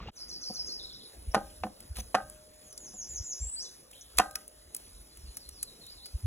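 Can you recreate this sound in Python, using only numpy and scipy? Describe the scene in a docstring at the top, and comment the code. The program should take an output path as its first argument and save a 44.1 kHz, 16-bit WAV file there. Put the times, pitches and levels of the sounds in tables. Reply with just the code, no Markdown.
"""Frying pan at a lakeside camp

A moment of lapping water gives way to a campsite, where fish is cut and laid in a pan on a steel grate.
Impacts excite the damped modes of pan, grate and knife; wet flesh smacks in short bursts of noise.
Small birds whistle in reverberant trees over a breeze and a fine hiss. Puffs of air buffet a
hand-held phone, whose two channels differ mainly by a phase that grows with frequency."""
import sys
import numpy as np
from scipy import signal
from scipy.fft import rfft, irfft, next_fast_len
from scipy.io import wavfile
from scipy.ndimage import uniform_filter1d, map_coordinates

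SR = 44100
rng = np.random.default_rng(int(sys.argv[2]) if len(sys.argv) > 2 else 0)


def inscribe(sig):
    """Save sig as 16-bit PCM at rate SR to the path in sys.argv[1].

    A 1-D sig is mono; a 2-D sig holds one channel per row.
    Samples are clipped to [-1, 1] before scaling.
    """
    pcm = np.round(np.clip(np.atleast_2d(sig).T, -1, 1) * 32767)
    wavfile.write(sys.argv[1], SR, pcm.astype(np.int16))


N = 276066
SIDES = np.array([[1], [-1]])  # signs of the left and right channel
# reverberation among the trees: frequency_hz, t60_s
FOREST_DECAY = [(200, 0.22), (1500, 0.096), (5000, 0.36), (12000, 0.42)]


def pan():
    """Impact excites normal modes: the pan clunks on the bars, the grate thuds, the metal rings on."""
    # contacts, mostly two feet in turn:
    # start_s, level_db, hardness_db_per_octave, grate_weight_db, crack_db, left_minus_right_db
    knocks = [(1.339, -39, 6, -3, -51, 0), (1.3457, -13.5, 2.5, -7, -25, 1),
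              (1.3505, -13, 0.5, -4, -26, -3), (1.3765, -30, -6, 7, -53, -4),
              (1.6363, -18.5, -5.5, -7, -43, -2.5), (1.6683, -33, -8, -5, -62, -4),
              (2.1448, -18, 3, -5, -33.5, -4.5), (2.1492, -12, 2, -4, -23, 1),
              (2.1545, -19.5, 1, -2, -39, -4), (4.1938, -20, 5, -6.5, -31, -5),
              (4.1979, -15.5, 1, -5.5, -21, 3), (4.2005, -17.5, -1.5, -2, -44, -8.5),
              (4.2145, -35.5, 8.5, -2, -46.5, -2)]
    # free vibration after a knock:
    # start_s, thud_db, ring_db, brightness_db_per_octave, sustain_ratio, twin_db, hum_db
    ringing = [(1.351, -30, -32, -7, 1.14, 5, -58.5), (1.644, -30, -42, -11, 0.57, 3, -102),
               (2.150, -33, -29.5, -1, 1.04, -6, -52), (4.199, -36, -33, 3.5, 1.3, -2, -57),
               (4.356, -71, -56.5, 9, 1.06, -10, -70)]
    # soft pushes on the pan: start_s, level_db
    nudges = [(0.498, -40.5), (1.984, -40), (2.939, -46.5)]
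    # modes of pan and grate in contact, of the bowl, of the grate on stones: pitch_hz, level_db, t60_s
    contact_modes = [(212, -27, 0.083), (319, -16, 0.049), (553, -15, 0.07), (742, 0.5, 0.034),
                     (882, -4.5, 0.016), (1027, -2, 0.014), (1180, -16, 0.041), (1464, -14, 0.043),
                     (1781, -14.5, 0.051), (2534, -14, 0.012), (3180, -24.5, 0.021)]
    bowl_modes = [(447, -14.5, 0.2), (552, -15.5, 0.36), (614, -18, 0.27), (771, 2, 0.21),
                  (1243, -6.5, 0.28), (1420, -4.5, 0.11), (1553, -9.5, 0.26), (1595, -14, 0.33),
                  (1940, -12.5, 0.15), (2600, -23.5, 0.11), (3110, -20.5, 0.07)]
    grate_modes = [(208.9, -1, 0.14), (311, -5.5, 0.078), (515, -3.5, 0.094), (735, -1.5, 0.084),
                   (1000, -10.5, 0.052)]
    # crack of steel on steel: frequency_hz, level_db
    crack_spectrum = [(200, -6), (1000, 9), (1800, -5.5), (2600, 1.5), (3600, -3.5), (4600, 0.5),
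                      (5800, -3.5), (7200, -12), (9200, -2.5), (11000, -12.5), (13500, -21.5),
                      (16000, -46.5)]
    # reverberation from the ground: frequency_hz, t60_s
    ground_decay = [(200, 0.4), (800, 0.2), (3000, 0.2), (12000, 0.26)]
    grate_below_hz, radiates_above_hz = 620, 200  # the small pan hardly moves the air in the bass
    twin_hz, twin_t60 = 804, 0.19  # the bowl is not quite round: its main mode beats with a twin
    hum_hz, hum_t60 = 614, 2.97  # the grate's longest mode
    chatter_db, chatters_per_s, settle_s = 4.5, 240, 0.16
    blows, vibration = np.zeros((2, N)), np.zeros(N)
    t, hum_t = clock(0.8), clock(2.5)
    for s, knock_db, hardness, weight_db, crack_db, lean_db in knocks:
        modes = tilted(contact_modes, hardness, pivot_hz=750)
        modes = [(hz, db + weight_db * (hz < grate_below_hz), t60) for hz, db, t60 in modes]
        clunk = amp(knock_db) * highpass(ring(modes, t, attack_s=0.00052), radiates_above_hz)
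        envelope = burst(t, t60=0.022, fizz_db=-13, fizz_t60=0.1)
        crack = amp(crack_db) * noise(crack_spectrum, len(t)) * envelope
        add(blows, s, amp(SIDES * lean_db / 2) * (clunk + crack))
    for s, thud_db, ring_db, brightness, sustain, twin_db, hum_db in ringing:
        modes = tilted(bowl_modes + [(twin_hz, twin_db, twin_t60)], brightness, 790, sustain)
        chatter = amp(chatter_db * np.exp(-t / settle_s) * wobble(chatters_per_s, len(t)))
        thud = amp(thud_db) * ring(grate_modes, t, attack_s=0.002)
        bowl = amp(ring_db) * ring(modes, t, attack_s=0.00077)
        hum = amp(hum_db - 60 * hum_t / hum_t60) * np.sin(2 * np.pi * hum_hz * hum_t)
        add(vibration, s, chatter * (thud + bowl))
        add(vibration, s, hum)
    for s, db in nudges:
        chatter = amp(chatter_db * wobble(chatters_per_s, len(t)))
        add(vibration, s, amp(db) * chatter * ring(grate_modes, t, attack_s=0.002))
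    reverb = [echoes(blows.mean(axis=0) + vibration, ground_decay, onset_s=0.02) for _ in SIDES]
    return blows + vibration + amp(-19) * wide(*reverb)


def knife():
    """A brief contact has a broad spectrum: the blade grazes the steel, clicks and rings briefly."""
    # clicks on pan and bars: start_s, level_db, peak_hz, slope_db_per_octave, t60_s
    clicks = [(1.6351, -40.5, 2670, 23, 0.049), (1.969, -32.5, 9000, 0, 0.008),
              (2.299, -34, 10400, 12, 0.011), (2.7772, -35, 6440, 15.5, 0.024),
              (4.1856, -4.5, 3260, 6.5, 0.0062), (4.311, -40, 14000, 2, 0.011),
              (4.3562, -20.5, 6900, 3, 0.015), (4.4795, -40, 11000, 12, 0.013),
              (4.748, -23, 13000, 5, 0.0087), (4.765, -33, 15100, 8, 0.029),
              (5.3700, -33, 15000, 3.5, 0.034), (5.4909, -31, 10400, 5.5, 0.011),
              (5.6290, -24, 8200, 7.5, 0.023)]
    # contact noise: frequency_hz, level_db
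    crack_spectrum = [(200, -85), (900, -2), (2400, 2.5), (3200, -6), (4600, 5.5), (7000, 1.5), (10000, 11),
                      (13500, -4), (16000, -5)]
    # modes of the blade: pitch_hz, level_db, t60_s
    blade_modes = [(1250, -17.5, 0.057), (2540, -17, 0.03), (4230, -6.5, 0.011)]
    graze_s, graze_db = 0.0041, -15  # the edge grazes just before it bites
    out, t = np.zeros(N), clock(0.2)
    for s, db, peak_hz, slope, t60 in clicks:
        envelope = burst(t, t60, fizz_db=-22.5, fizz_t60=0.059)
        crack = noise(crack_spectrum, len(t), peak_hz, slope) * envelope
        graze = noise(crack_spectrum, len(t), peak_hz, slope)[:round(graze_s * SR)]
        blade = ring(tilted(blade_modes, slope, peak_hz), t, attack_s=0.00053)
        add(out, s, amp(db) * (crack + blade))
        add(out, s - graze_s, amp(db + graze_db) * graze * np.linspace(0, 1, len(graze)))
    return out + amp(-21) * echoes(out, FOREST_DECAY, onset_s=0.0031)


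def scrape():
    """Sliding friction makes noise as the blade drags over steel, and a squeak as it comes free."""
    # drags of the blade: start_s, length_s, level_db
    drags = [(1.954, 0.039, -46), (1.983, 0.03, -43.5)]
    # friction noise: frequency_hz, level_db
    friction_spectrum = [(800, -2), (1600, -6), (2450, 3), (4800, 5), (8000, -7), (10400, 8), (13000, -11),
                         (14900, 1), (16000, -15)]
    squeak_hz, squeak_db = 6150, -36.5
    out, t = np.zeros(N), np.arange(N) / SR
    for s, length_s, db in drags:
        size = int(length_s * SR)
        add(out, s, amp(db) * noise(friction_spectrum, size) * signal.windows.tukey(size, 0.25))
    squeak = np.sin(2 * np.pi * squeak_hz * t + wobble(500))
    out += amp(squeak_db) * swell(t, peak_s=2.005, width_s=0.0045) * squeak
    return out + amp(-16.5) * echoes(out, FOREST_DECAY, onset_s=0.003)


def fish():
    """Wet flesh peels free in grainy noise bursts; resonating air pockets give some a pitch."""
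    # smacks of fish and hands: start_s, level_db, decay_s
    smacks = [(1.804, -41.5, 0.0039), (2.727, -42, .003), (3.167, -43.5, .004), (3.911, -42, 0.0044),
              (3.924, -56, 0.17), (4.171, -33, 0.011), (5.865, -41, 0.0047), (6.058, -38.5, 0.0067)]
    # wet noise: frequency_hz, level_db
    wet_spectrum = [(200, -24), (900, -16), (2000, -10), (5000, -4.5), (7500, -2.5), (10000, 7.5),
                    (13500, -10.5), (16000, -7)]
    # air pockets under the fillet: start_s, level_db, pitch_hz, decay_s
    squelches = [(1.314, -47, 5460, 0.011), (3.932, -42, 2880, 0.0044), (3.949, -57, 3550, 0.11),
                 (4.011, -45.5, 6200, 0.012)]
    handling_s, faint_range_db, faint_decay_s = (1.4, 5.4), (-58, -41), 0.0031
    faint_smacks = [(rng.uniform(*handling_s), rng.uniform(*faint_range_db), faint_decay_s)
                    for _ in range(7)]
    out, t = np.zeros(N), clock(0.25)
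    for s, db, decay_s in smacks + faint_smacks:
        grains = noise(wet_spectrum, len(t)) * amp(3.2 * wobble(900, len(t)))
        add(out, s, amp(db) * flick(t, decay_s) * unit(grains))
    for s, db, hz, decay_s in squelches:
        pocket = wobble(1200, len(t)) * np.sin(2 * np.pi * hz * t)
        add(out, s, amp(db) * flick(t, decay_s) * unit(pocket))
    return out


def birds():
    """Frequency-modulated whistles arrive by three paths: direct, scattered by leaves, off the trees."""
    # contour of each syllable: time_s, pitch_hz, level_db
    contours = { "hook": [(0, 6350, -12), (.015, 6250, 2), (.026, 5200, 3), (.036, 4250, 3),
                (.044, 4500, -6), (.054, 5550, 1), (.07, 4950, 6), (.092, 4750, 3)],
                "zigzag": [(0, 4700, 4), (.019, 3680, 0), (.03, 3550, -8), (.047, 5600, 1), (.06, 4250, 2),
                (.082, 3500, -7)], "slur": [(0, 7500, -7), (.02, 7080, -4), (.045, 6750, -6),
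                (.07, 6520, 0), (.085, 6000, -1), (.1, 5350, -4), (.112, 4950, -10)],
                "rise": [(0, 7280, -5), (.04, 7450, -1), (.08, 7560, -2), (.1, 7990, 0), (.135, 8040, 0),
                (.168, 8230, -1), (.18, 8400, -14)], "flourish": [(0, 4550, 3), (.02, 4650, 4),
                (.042, 5450, 5), (.054, 6100, 4), (.068, 7000, 0), (.087, 4400, -3), (.108, 3450, -9)],
                "dip": [(0, 6090, -8), (.06, 5100, -6), (.09, 4500, 0), (.12, 4070, 0)],
                "scoop": [(0, 4650, -4), (.033, 3980, 2), (.055, 3750, -10), (.08, 4250, 4),
                (.11, 5480, 5)]}
    # tremble of each syllable: depth_fraction_of_pitch
    rasp = {"hook": .03, "zigzag": .035, "slur": .014, "rise": .008, "flourish": .025, "dip": .022, "scoop":
            .022}
    # single notes that close or link trills: syllable, start_s, level_db, pitch_ratio
    notes = [("rise", 3.38, -35.5, 0.99), ("flourish", 3.56, -40.5, 0.97), ("dip", 5.585, -48, 0.9)]
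    # screening of the far bird's direct path, by syllable: gain_db
    screening = {"dip": -8, "scoop": -8}
    # scattering in the foliage: frequency_hz, t60_s
    leaf_decay = [(1000, .07), (10000, .07)]
    out = np.zeros(N)
    for name, s, db, pitch_ratio in trills() + notes:
        times, hz, level_db = np.transpose(contours[name])
        t = clock(times[-1])
        envelope = amp(db + np.interp(t, times, level_db)) * signal.windows.tukey(len(t), 0.15)
        quaver = 1 + rasp[name] * wobble(700, len(t))
        phase = 2 * np.pi * np.cumsum(pitch_ratio * quaver * np.interp(t, times, hz)) / SR
        note = np.pad(envelope * np.sin(phase), (0, SR // 2))
        direct = amp(-5.5 + screening.get(name, 0)) * note
        scattered = amp(-4.5) * echoes(note, leaf_decay, onset_s=0.00039)
        reverb = amp(-3) * echoes(note, FOREST_DECAY, onset_s=0.01)
        add(out, s, direct + scattered + reverb)
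    return out


def trills():
    """Vocal effort couples level and pitch: in these rows of repeated notes, softer is also lower."""
    # trills: syllable, start_s, repeats, period_s, peak_db, peak_s, width_s, pitch_ratio
    phrases = [("hook", .150, 5, .127, -37.5, 0.57, 0.47, 1),
               ("zigzag", .785, 3, .103, -39.5, 0.64, .33, 0.99),
               ("slur", 2.634, 5, .150, -32.5, 3.23, 0.4, 1.004),
               ("dip", 5.02, 4, 0.16, -48.5, 5.55, 0.5, 0.99),
               ("scoop", 5.8, 2, .15, -47.5, 5.82, 0.37, 0.98)]
    pitch_fraction_per_db = 0.002
    notes = []
    for name, start_s, repeats, period_s, peak_db, peak_s, width_s, pitch_ratio in phrases:
        for s in start_s + period_s * np.arange(repeats):
            effort_db = 20 * np.log10(swell(s, peak_s, width_s))
            sag = 1 + pitch_fraction_per_db * effort_db
            notes.append((name, s, peak_db + effort_db, pitch_ratio * sag))
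    return notes


def wind():
    """Turbulent pressure rumbles with each gust; a sharp puff rocks the diaphragm for a few cycles."""
    # gusts on the phone: peak_s, level_db, width_s
    gusts = [(0.614, -56, 0.084), (1.185, -49.5, 0.039), (1.406, -45.5, 0.15), (2.017, -49.5, 0.074),
             (3.128, -54.5, 0.074), (4.687, -56, 0.017), (4.935, -53.5, 0.076), (5.242, -48.5, 0.058),
             (5.606, -63, 0.12)]
    # puffs of air: peak_s, level_db, pitch_hz, width_s
    puffs = [(1.287, -26.5, 58, 0.011), (1.621, -39, 70, 0.013), (1.914, -31.5, 69, 0.012),
             (1.997, -35.5, 54, 0.023), (3.209, -30, 66, 0.0081), (3.424, -28.5, 61, 0.015),
             (3.463, -34.5, 58, 0.022), (4.183, -36, 55, 0.025), (5.293, -38.5, 55, 0.012),
             (6.153, -23.5, 60, 0.01), (6.256, -21.5, 93, 0.015)]
    # buffeting: frequency_hz, level_db
    buffet_spectrum = [(15, -18.5), (35, -3), (58, 2), (95, -10.5), (150, -25), (400, -43.5), (3000, -89.5)]
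    calm_db, skew_rad = -68.5, 0.11  # a puff reaches the two ports slightly out of step
    t = np.arange(N) / SR
    strength = amp(calm_db) + sum(amp(db) * swell(t, s, width_s) for s, db, width_s in gusts)
    bumps = sum(amp(db) * swell(t, s, width_s) * np.cos(2 * np.pi * hz * (t - s) - SIDES * skew_rad)
                for s, db, hz, width_s in puffs)
    eddies = amp(4.5 * wobble(11))
    rumble = noise(buffet_spectrum, N) + amp(-21) * SIDES * noise(buffet_spectrum, N)
    return bumps + strength * eddies * rumble


def air():
    """Diffuse noise from all round: a far breeze easing in the trees, and a fine, grainy hiss."""
    # steady spectra: frequency_hz, level_db
    breeze_spectrum = [(60, 3.5), (150, 0.5), (300, -0.5), (550, -2.5), (900, -12), (1600, -14.5),
                       (4000, -29)]
    hiss_spectrum = [(500, -2), (1500, -10.5), (3200, -5), (4900, 0.5), (6200, -4.5), (7800, -2),
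                     (9200, -2.5), (10400, 8.5), (11300, -7.5), (12200, -2.5), (13300, -11.5),
                     (15500, -9.5), (16200, -28.5)]
    breeze_db, easing_db_per_s, hiss_db = -58.5, 1, -57.5
    t = np.arange(N) / SR
    breeze = wide(patchy(noise(breeze_spectrum, N), depth_db=4), noise(breeze_spectrum, N))
    hiss = wide(patchy(noise(hiss_spectrum, N), depth_db=2.5), noise(hiss_spectrum, N))
    grain = amp(0.89 * wobble(150) + 1.5 * wobble(12))
    easing = amp(breeze_db - easing_db_per_s * t + 0.48 * wobble(8))
    return easing * breeze + amp(hiss_db) * grain * hiss


def lake():
    """Wind-driven ripples lap the shore as fluttering noise; bubbles ring as damped resonators."""
    # water and wind: frequency_hz, level_db
    shore_spectrum = [(25, 11), (70, 12), (150, 2.5), (400, -7), (1000, -13.5), (1800, -14), (3000, -14),
                      (4500, -17.5), (9000, -40), (16000, -42)]
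    # bubbles at the shore: start_s, level_db, pitch_hz
    bubbles = [(.003, -38.5, 1120), (0.026, -43.5, 1217), (0.06, -39.5, 463), (0.074, -39.5, 2800),
               (.085, -35, 830)]
    bubble_t60 = 0.035
    out = amp(-44 + 2.5 * wobble(70)) * noise(shore_spectrum, N)
    for s, db, hz in bubbles:
        add(out, s, amp(db) * ring([(hz, 0, bubble_t60)], clock(0.1), attack_s=0.00056))
    return out


def ring(modes, t, attack_s):
    """Superposition of damped modes, struck with new random strengths each time."""
    hz, db, t60 = np.transpose(modes)[:, :, None]
    level_db = db + rng.standard_normal(db.shape) - 60 * t / t60
    return np.sum(amp(level_db) * np.sin(2 * np.pi * hz * t), axis=0) * (1 - np.exp(-t / attack_s))


def tilted(modes, db_per_octave, pivot_hz, sustain=1):
    """Spectral tilt: harder contacts excite higher modes. A looser seat lets them ring longer."""
    return [(hz, db + db_per_octave * np.log2(hz / pivot_hz), t60 * sustain) for hz, db, t60 in modes]


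def burst(t, t60, fizz_db, fizz_t60):
    """Two-stage decay of a hard contact: an instant crack and a short fizz of dense high modes."""
    return amp(-60 * t / t60) + amp(fizz_db - 60 * t / fizz_t60)


def flick(t, decay_s):
    """Envelope of a wet release: sudden rise, exponential decay."""
    return np.exp(-t / decay_s) * (1 - np.exp(-t / 0.0005))


def swell(t, peak_s, width_s):
    """Gaussian envelope: 1 at its peak, 1/e at width_s to either side."""
    return np.exp(-((t - peak_s) / width_s) ** 2)


def echoes(x, decay, onset_s):
    """Diffuse reverberation: convolution with noise in which each frequency dies at its own rate."""
    hz, t, spectra = signal.stft(rng.standard_normal(SR * 3 // 4), SR, nperseg=256)
    tail = signal.istft(spectra * amp(-60 * t / along(decay, hz)[:, None]), SR, nperseg=256)[1]
    tail *= 1 - np.exp(-(np.arange(len(tail)) / SR / onset_s) ** 2)
    return signal.fftconvolve(x, tail / np.linalg.norm(tail))[:len(x)]


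def wide(mid, side):
    """Decorrelation: an unrelated side signal makes the channels differ, mostly in the midrange."""
    # response of the side signal: frequency_hz, gain_db
    side_gain = [(90, -24), (260, -7.5), (900, 1.5), (2000, -5), (3500, -28)]
    return mid + SIDES * filtered(side, lambda hz: amp(along(side_gain, hz)))


def patchy(x, depth_db):
    """Random modulation: small patches of time and frequency grow and shrink."""
    spectra = signal.stft(x, nperseg=512)[2]
    field = uniform_filter1d(rng.standard_normal(spectra.shape), size=4, axis=0)
    field = uniform_filter1d(field, size=12, axis=1)
    return unit(signal.istft(spectra * amp(depth_db * unit(field)), nperseg=512)[1][:N])


def noise(spectrum, size, peak_hz=1000, db_per_octave=0):
    """Coloured noise of rms 1, with an optional extra fall on both sides of a peak."""
    def gain(hz):
        return amp(along(spectrum, hz) - db_per_octave * np.abs(np.log2((hz + 1) / peak_hz)))
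    return unit(filtered(rng.standard_normal(size), gain))


def wobble(knots_per_s, size=N):
    """A smooth curve through random knots."""
    knots = rng.standard_normal(int(size * knots_per_s / SR) + 4)
    return map_coordinates(knots, [np.arange(size) * knots_per_s / SR])


def filtered(x, response):
    """Linear filtering: the spectrum of x times a complex frequency response."""
    size = x.shape[-1]
    padded = next_fast_len(size + 8192)
    return irfft(rfft(x, padded) * response(np.fft.rfftfreq(padded, 1 / SR)), padded)[..., :size]


def highpass(x, hz):
    """Second-order roll-off below hz."""
    return signal.sosfilt(signal.butter(2, hz, "highpass", fs=SR, output="sos"), x)


def along(points, hz):
    """Interpolate (frequency_hz, value) points on a log frequency axis."""
    frequencies, values = np.transpose(points)
    return np.interp(np.log(hz + 1), np.log(frequencies + 1), values)


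def add(track, start_s, sound):
    """Superpose a sound on the track."""
    start = max(0, round(start_s * SR))
    part = track[..., start:start + sound.shape[-1]]
    part += sound[..., :part.shape[-1]]


def amp(db):
    return 10 ** (np.asarray(db) / 20)


def unit(x):
    return x / np.sqrt(np.mean(x ** 2) + 1e-20)


def clock(seconds):
    return np.arange(int(seconds * SR)) / SR


def scene():
    """The shore gives way abruptly to the camp; the left channel's phase lead grows toward the treble."""
    # phase of left ahead of right: frequency_hz, lead_turns
    phase_lead = [(0, 0), (1100, -.02), (2500, .21), (3200, .2), (3900, .3), (4700, .5), (6200, .86),
                  (7200, 1), (8400, 1.47), (9100, 1.51), (10000, 1.77), (10900, 2), (11500, 2),
                  (12700, 2.48), (13400, 2.52), (14700, 3)]
    lake_end_s, fade_out_s, fade_in_s = 0.1083, 0.016, 0.092
    t = np.arange(N) / SR
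    shore = np.clip((lake_end_s - t) / fade_out_s, 0, 1)
    camp = np.clip((t - lake_end_s) / fade_in_s, 0, 1)
    sound = shore * lake() + camp * (pan() + knife() + scrape() + fish() + birds() + wind() + air())
    lead_hz, lead_turns = np.transpose(phase_lead)
    return filtered(sound, lambda hz: np.exp(1j * np.pi * SIDES * np.interp(hz, lead_hz, lead_turns)))


def record(dry):
    """Band limiting: the phone sheds the deepest bass, clips at full scale and cuts the top treble."""
    bottom_hz, top_hz = 29, 16400
    clipped = np.clip(highpass(dry, bottom_hz), -1, 1)
    return filtered(clipped, lambda hz: hz < top_hz)


dry = scene()
out = record(dry)
inscribe(out)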